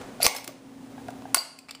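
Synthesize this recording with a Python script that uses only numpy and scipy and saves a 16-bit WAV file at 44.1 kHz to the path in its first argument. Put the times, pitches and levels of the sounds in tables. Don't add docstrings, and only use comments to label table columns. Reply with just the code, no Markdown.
import sys
import numpy as np
from scipy import signal
from scipy.fft import rfft, irfft
from scipy.io import wavfile
from scipy.ndimage import uniform_filter1d, minimum_filter1d

SR = 44100
rng = np.random.default_rng(int(sys.argv[2]) if len(sys.argv) > 2 else 0)


def waveform_to_disk(signal):
    frames = np.transpose(np.atleast_2d(signal))
    scaled = np.clip(frames, -1, 1) * 32767
    samples = np.round(scaled).astype(np.int16)
    wavfile.write(sys.argv[1], SR, samples)


N = 79380


# pitch_hz, level_db (per Hz)
AIR_COLOUR = [(25, -23), (60, -8.5), (120, -3.5), (250, 2.5), (400, -4.5), (700, -7.5), (1300, -15),
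              (2500, -20), (5000, -24.5), (10000, -27.5), (12500, -39.5), (14500, -30)]
AIR_DB, AIR_PATCH_DB = -46.5, 0.5
# pitch_hz, level_db (rms)
HUM = [(120, -58.5), (241, -53), (269, -47), (480, -63), (749, -62)]
HUM_WAVER, HUM_WAVER_S = 0.3, 0.06

# pitch_hz, level_db (per Hz)
TAIL_COLOUR = [(60, -1), (500, 8), (1300, -1.5), (3000, -10.5), (8000, -16.5), (14000, -31.5)]
TAIL_DB, TAIL_FADE_DB_PER_S = -43, 53

# start_s, level_db, decay_s, tilt_db_per_octave
TICKS = [(.013, -37.5, 0.0062, -4.5), (0.3476, -24, 0.0055, 2.5), (.3630, -19, 0.0055, 2),
         (.3830, -25.5, 0.0027, -1), (0.443, -25.5, 0.0044, 2.5), (0.4768, -18, 0.0023, 1.5),
         (1.083, -36.5, 0.0031, -4), (1.1030, -43, 0.0045, 0), (1.2206, -38, 0.0017, -6),
         (1.3619, -8, 0.0024, 1.5), (1.3702, -7, 0.0024, 0)]
# pitch_hz, level_db (per Hz)
TICK_COLOUR = [(100, -18), (400, 2.5), (1300, 3.5), (3500, 0.5), (5200, -1), (7000, -1), (11000, -3.5),
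               (12500, -17), (14500, -2)]

# start_s, level_db, pitch_ratio
KNOCKS = [(.2015, -19.5, 0.91), (.3340, -27, 1), (.3495, -15.5, 1.05), (.4810, -22.5, .44),
          (.4900, -23.5, 0.757), (.8700, -43, 1), (.9790, -29, 1.04), (1.0840, -28.5, 0.91),
          (1.0872, -25, 1), (1.2198, -38, 1.3), (1.2538, -26.5, 1.003), (1.3630, -15.5, 0.702),
          (1.3650, -16, 0.47), (1.3705, -9, 0.88)]
# pitch_hz, level_db, t60_s
SLEEVE = [(772, 1, .024), (1573, -13, 0.034), (2900, -23, .015)]

# start_s, level_db, decay_s, tilt_db_per_octave
SCRAPES = [(.2040, -37, 0.0063, 1), (0.2131, -28.5, .003, 1.5), (0.2182, -23.5, .0025, 1.5),
           (.2235, -23, 0.0049, 0.5), (0.2428, -24.5, 0.0013, 0.5), (.2468, -19, 0.0017, 0.5),
           (0.2509, -15, 0.0015, -1)]
# pitch_hz, level_db (per Hz)
SCRAPE_COLOUR = [(150, -14.5), (550, 4), (1100, -8.5), (1700, -9), (2400, 5.5), (3200, -5.5), (4300, 3.5),
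                 (5500, -5.5), (8000, -12), (11000, -16.5), (14500, -19)]

# time_s, level_db
GAS_LEVEL = [(.220, -54), (.229, -26.5), (.238, -26), (.245, -20), (.251, -18.5), (0.259, -18),
             (.264, -19.5), (.273, -16.5), (.281, -20), (.292, -43.5), (.36, -35.5), (.46, -58)]
# pitch_hz, level_db (per Hz)
GAS_COLOUR = [(60, -22), (300, -21.5), (520, 8), (800, -15.5), (1200, -3), (1700, -14), (2400, -14.5),
              (3300, -20.5), (4700, 1), (7000, -8.5), (9500, -7.5), (11200, -17.5), (12400, -14),
              (14500, -3)]
GAS_ROUGH_DB, GAS_SPUTTER_S = 2.5, 0.0015
# pitch_hz, level_db, t60_s
CRIMP = [(1273, -4.5, 0.0077), (2360, -2.5, .012), (4250, -2, 0.0078), (4930, -1, 0.0078),
         (5570, 0.5, 0.013), (7930, -5.5, 0.0096), (11200, -2.5, .012), (13640, 0, .008)]
CRIMP_SLIPS_PER_S, CRIMP_DB = 160, -4

# pitch_hz, level_db, t60_s
SQUEAK = [(4680, -0.5, .012), (7150, -14, 0.021), (11240, -0.5, 0.018)]
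SQUEAK_S, SQUEAK_DB, SQUEAK_RISE_S = 0.2290, -3.5, 0.0017

# start_s, level_db, decay_s
POP = (0.2652, 7.34, 0.001)
# pitch_hz, level_db (per Hz)
POP_COLOUR = [(30, -2.5), (150, -5.5), (500, -1), (1200, -0.5), (2200, -0.5), (4000, -2.5), (6500, -1.5),
              (9000, -2.5), (11500, -9.5), (15000, -19.5)]
# pitch_hz, level_db, t60_s
BUCKLE = [(534, -13, .03), (1128, 0.5, .014), (1390, -4.5, 0.0085), (2250, -9, .008), (6350, -0.5, 0.012),
          (8500, -1.5, 0.0059)]
# pitch_hz, level_db, t60_s
BOTTLE = [(390.5, -34, 0.41), (515, -50, .35), (609, -32, 0.355), (754, -31.5, 0.44), (1131.6, -29.5, 0.38),
          (2125, -33, .35), (2225, -28, 0.43), (2270, -34, 0.34), (2430, -35.5, .3), (4564, -36, 0.41),
          (4800, -41, .35)]

# start_s, pitch_hz, level_db, t60_s
SPRING = [(0.3651, 5250, -15, 0.026), (.3720, 11350, -26, 0.044), (.4435, 5270, -29, 0.023),
          (0.4775, 5320, -22, 0.014)]

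# start_s, level_db, decay_s
SNAP = (1.3449, 10.78, 0.0029)
# pitch_hz, level_db (per Hz)
SNAP_COLOUR = [(60, -55), (200, -44), (400, -34), (700, -12), (1100, -6), (1900, -5), (2700, -5.5),
               (3500, -10.5), (4800, -2.5), (6200, -5.5), (9800, 2.5), (12500, -8), (15000, -3)]
# pitch_hz, level_db, t60_s
BODY = [(947, -12, 0.041), (1080, -1, 0.034), (1460, -5.5, 0.032), (1870, -5.5, 0.016), (2704, -2, 0.0091),
        (15100, -2, .008)]

# pitch_hz, level_db, t60_s
CAP = [(4360, -30.5, .5), (4445, -26, .35), (4560, -33.5, 0.33), (4720, -39, 0.39), (4790, -32, .35),
       (7915, -19.5, .28), (10700, -33.5, .15)]
# start_s, pitch_hz, level_db, t60_s
CAP_RINGS = [(1.3452, 4570, -1.5, 0.037), (1.3796, 4720, 3.5, 0.022), (1.3876, 4680, 0, 0.04),
             (1.3880, 4460, -7, 0.025), (1.4070, 4760, -14, 0.018)]
CAP_RISE_S = 0.0015
# pitch_hz, level_db (per Hz)
SHIMMER_COLOUR = [(3000, -57), (4050, -13), (4400, -2), (4700, -10), (5100, -19), (6500, -46)]
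SHIMMER_DB, SHIMMER_T60_S = -21, 0.38

# start_s, level_db, decay_s, tilt_db_per_octave, ring_pitch_hz, ring_level_db
CLATTER = [(1.5879, -25, 0.0038, 2.5, 2550, -27), (1.6850, -30.5, 0.0056, -5, 2250, -45),
           (1.6910, -29, .004, -4.5, 2345, -22.5), (1.6950, -32, 0.0058, -4, 2680, -25.5),
           (1.7087, -19, 0.0034, -0.5, 3590, -27), (1.7492, -26.5, 0.0042, -2.5, 2980, -26.5)]
# pitch_hz, level_db (per Hz)
CLATTER_COLOUR = [(200, -35), (1150, -3), (1500, -10.5), (2500, -5.5), (3900, -7.5), (4600, 6),
                  (5300, -0.5), (6200, -16), (7400, -1), (8600, -4), (10000, -16), (11200, -7.5),
                  (12500, -21), (14800, -13.5)]
CLATTER_RISE_S, CLATTER_T60_S = 0.00072, 0.026

HAND_ECHO_S, HAND_ECHO_DB = 0.001456, -13
COUNTER_ECHO_S, COUNTER_ECHO_DB = 0.0024, -15.5

# pitch_hz, t60_s
ROOM_T60 = [(200, 0.4), (600, 0.61), (2000, 0.57), (5000, 0.5067), (9000, .5), (15000, 0.2)]
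# pitch_hz, level_db
ROOM_COLOUR = [(60, -14.5), (500, 8.5), (1200, 1), (2400, 4), (5000, 1), (10000, -3), (15000, 3.5)]
ROOM_DB, ROOM_SWELL_S = -14.5, 0.013
EARLY_DB, EARLY_DECAY_S = -11, 0.025

LIMIT_DB, RECOVER_DB_PER_S, EDGE_HZ = -9, 13, 15500


def amp(db):
    return 10 ** (np.asarray(db) / 20)


def evened(x):
    return x / np.sqrt(np.mean(x ** 2) + 1e-20)


def read(points, hz):
    pitch_hz, value = np.transpose(points)
    return np.interp(np.log(hz + 1), np.log(pitch_hz + 1), value)


def since(start_s):
    return np.maximum(np.arange(N) / SR - start_s, 0)


def wander(seconds):
    hz = np.fft.rfftfreq(N, 1 / SR)
    smoothing = np.exp(-(hz * seconds) ** 2)
    return evened(irfft(rfft(rng.standard_normal(N)) * smoothing, N))


def noise(points):
    return evened(colour(rng.standard_normal(N), points))


def colour(x, points, tilt_db=0, size=4096):
    hz = abs(np.fft.fftfreq(size, 1 / SR))
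    octaves = np.log2(np.maximum(hz, 500) / 500)
    log_gain = np.log(amp(read(points, hz) + tilt_db * octaves))
    spectrum = np.exp(np.conj(signal.hilbert(log_gain)))
    taps = np.fft.ifft(spectrum).real[:size // 2]
    return signal.fftconvolve(x, taps / np.linalg.norm(taps))[:N]


def close_echoes(x):
    hz = np.fft.rfftfreq(N, 1 / SR)
    echoes = [(HAND_ECHO_S, HAND_ECHO_DB), (COUNTER_ECHO_S, COUNTER_ECHO_DB)]
    comb = 1 + sum(amp(db) * np.exp(-2j * np.pi * hz * delay_s) for delay_s, db in echoes)
    comb = comb / np.sqrt(np.mean(abs(comb) ** 2))
    return irfft(rfft(x) * comb, N)


def burst(points, start_s, db, decay_s, tilt_db=0, rise_s=0.000205):
    t = since(start_s)
    shape = np.minimum(t / rise_s, 1) * np.exp(-np.maximum(t - rise_s, 0) / decay_s)
    start = np.argmax(t > 0)
    part = shape[start:start + 2048]
    grain = rng.standard_normal(2048)[:len(part)]
    for _ in range(3):
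        spectrum = rfft(grain * part)
        grain = irfft(spectrum / (abs(spectrum) + 1e-12), len(part))
        grain = grain / np.sqrt(abs(uniform_filter1d(grain ** 2, size=32)) + 1e-20)
    blow = np.zeros(N)
    blow[start:start + len(part)] = grain * part
    return amp(db) * close_echoes(colour(blow, points, tilt_db))


def ring(modes, start_s, db=0, ratio=1, rise_s=0.00025):
    t = since(start_s)
    sound = 0
    for hz, level_db, t60_s in modes:
        sound = sound + amp(level_db - 60 * t / t60_s) * np.sin(2 * np.pi * hz * ratio * t)
    return amp(db) * np.minimum(t / rise_s, 1) * sound


def background():
    sound = noise(AIR_COLOUR) * amp(AIR_DB + AIR_PATCH_DB * wander(0.029))
    for hz, db in HUM:
        waver = 1 + HUM_WAVER * (wander(HUM_WAVER_S) + 1j * wander(HUM_WAVER_S))
        tone = np.exp(2j * np.pi * (hz * since(0) + rng.random()))
        sound = sound + np.sqrt(2) * amp(db) * (waver * tone).real
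    return sound


def earlier_tail():
    return noise(TAIL_COLOUR) * amp(TAIL_DB - TAIL_FADE_DB_PER_S * since(0))


def ticks():
    return sum(burst(TICK_COLOUR, *row, rise_s=0.0007) for row in TICKS)


def knocks():
    return sum(ring(SLEEVE, *row, rise_s=0.0018) for row in KNOCKS)


def scrape():
    return sum(burst(SCRAPE_COLOUR, *row, rise_s=0.00036) for row in SCRAPES)


def gas():
    time_s, db = np.transpose(GAS_LEVEL)
    level_db = np.interp(np.arange(N) / SR, time_s, db, left=-120, right=-120)
    crackle = 0
    for mode in CRIMP:
        slips = rng.choice([-1., 1.], N) * (rng.random(N) < CRIMP_SLIPS_PER_S / SR)
        crackle = crackle + signal.fftconvolve(slips, ring([mode], 0))[:N]
    rush = evened(noise(GAS_COLOUR) + amp(CRIMP_DB) * evened(crackle))
    return rush * amp(level_db + GAS_ROUGH_DB * wander(GAS_SPUTTER_S))


def squeak():
    return ring(SQUEAK, SQUEAK_S, SQUEAK_DB, rise_s=SQUEAK_RISE_S)


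def pop():
    start_s = POP[0]
    return burst(POP_COLOUR, *POP) + ring(BUCKLE, start_s) + ring(BOTTLE, start_s, rise_s=0.004)


def spring():
    return sum(ring([mode], start_s, rise_s=0.0026) for start_s, *mode in SPRING)


def snap():
    body = ring(BODY, SNAP[0], db=1.5, rise_s=0.00076)
    return burst(SNAP_COLOUR, *SNAP, rise_s=0.00038) + body


def cap():
    touches = sum(ring([mode], start_s, rise_s=CAP_RISE_S) for start_s, *mode in CAP_RINGS)
    t = since(SNAP[0])
    fade = (t > 0) * amp(SHIMMER_DB - 60 * t / SHIMMER_T60_S)
    shimmer = fade * colour(rng.standard_normal(N), SHIMMER_COLOUR)
    return ring(CAP, SNAP[0]) + touches + shimmer


def clatter():
    sound = 0
    for start_s, db, decay_s, tilt_db, hz, ring_db in CLATTER:
        sound = sound + burst(CLATTER_COLOUR, start_s, db, decay_s, tilt_db, CLATTER_RISE_S)
        sound = sound + ring([(hz, ring_db, CLATTER_T60_S)], start_s)
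    return sound


def kitchen(x):
    t = since(0.0014)
    chance = rng.random(N) < 3000 / SR
    early = (t > 0) * np.exp(-t / EARLY_DECAY_S) * rng.standard_normal(N) * chance
    hz, time_s, bands = signal.stft(rng.standard_normal(N), SR, nperseg=256)
    bands = bands * amp(-60 * time_s / read(ROOM_T60, hz)[:, None])
    tail = signal.istft(bands, SR, nperseg=256)[1][:N]
    tail = tail * np.minimum(t / ROOM_SWELL_S, 1)
    response = amp(EARLY_DB) * early / np.linalg.norm(early)
    response = response + amp(ROOM_DB) * tail / np.linalg.norm(tail)
    return signal.fftconvolve(x, colour(response, ROOM_COLOUR))[:N]


def scene():
    near = ticks() + knocks() + scrape() + gas() + squeak() + pop() + spring() + snap() + cap() + clatter()
    mix = background() + earlier_tail() + near + kitchen(near)
    return np.array([mix, mix])


def record(dry):
    power = uniform_filter1d((dry ** 2).mean(0), size=132)
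    power_db = 10 * np.log10(abs(power) + 1e-12)
    recovery_db = since(0) * RECOVER_DB_PER_S
    held_db = np.maximum.accumulate(power_db + recovery_db) - recovery_db
    over_db = np.maximum(held_db - LIMIT_DB, 0)
    gain_db = uniform_filter1d(minimum_filter1d(-over_db, size=100), size=64)
    clipped = np.clip(dry * amp(gain_db), -0.94, 0.94)
    low_pass = signal.firwin(511, EDGE_HZ, window=("kaiser", 8), fs=SR)
    return signal.oaconvolve(clipped, low_pass[None], "same")


dry = scene()
out = record(dry)
waveform_to_disk(out)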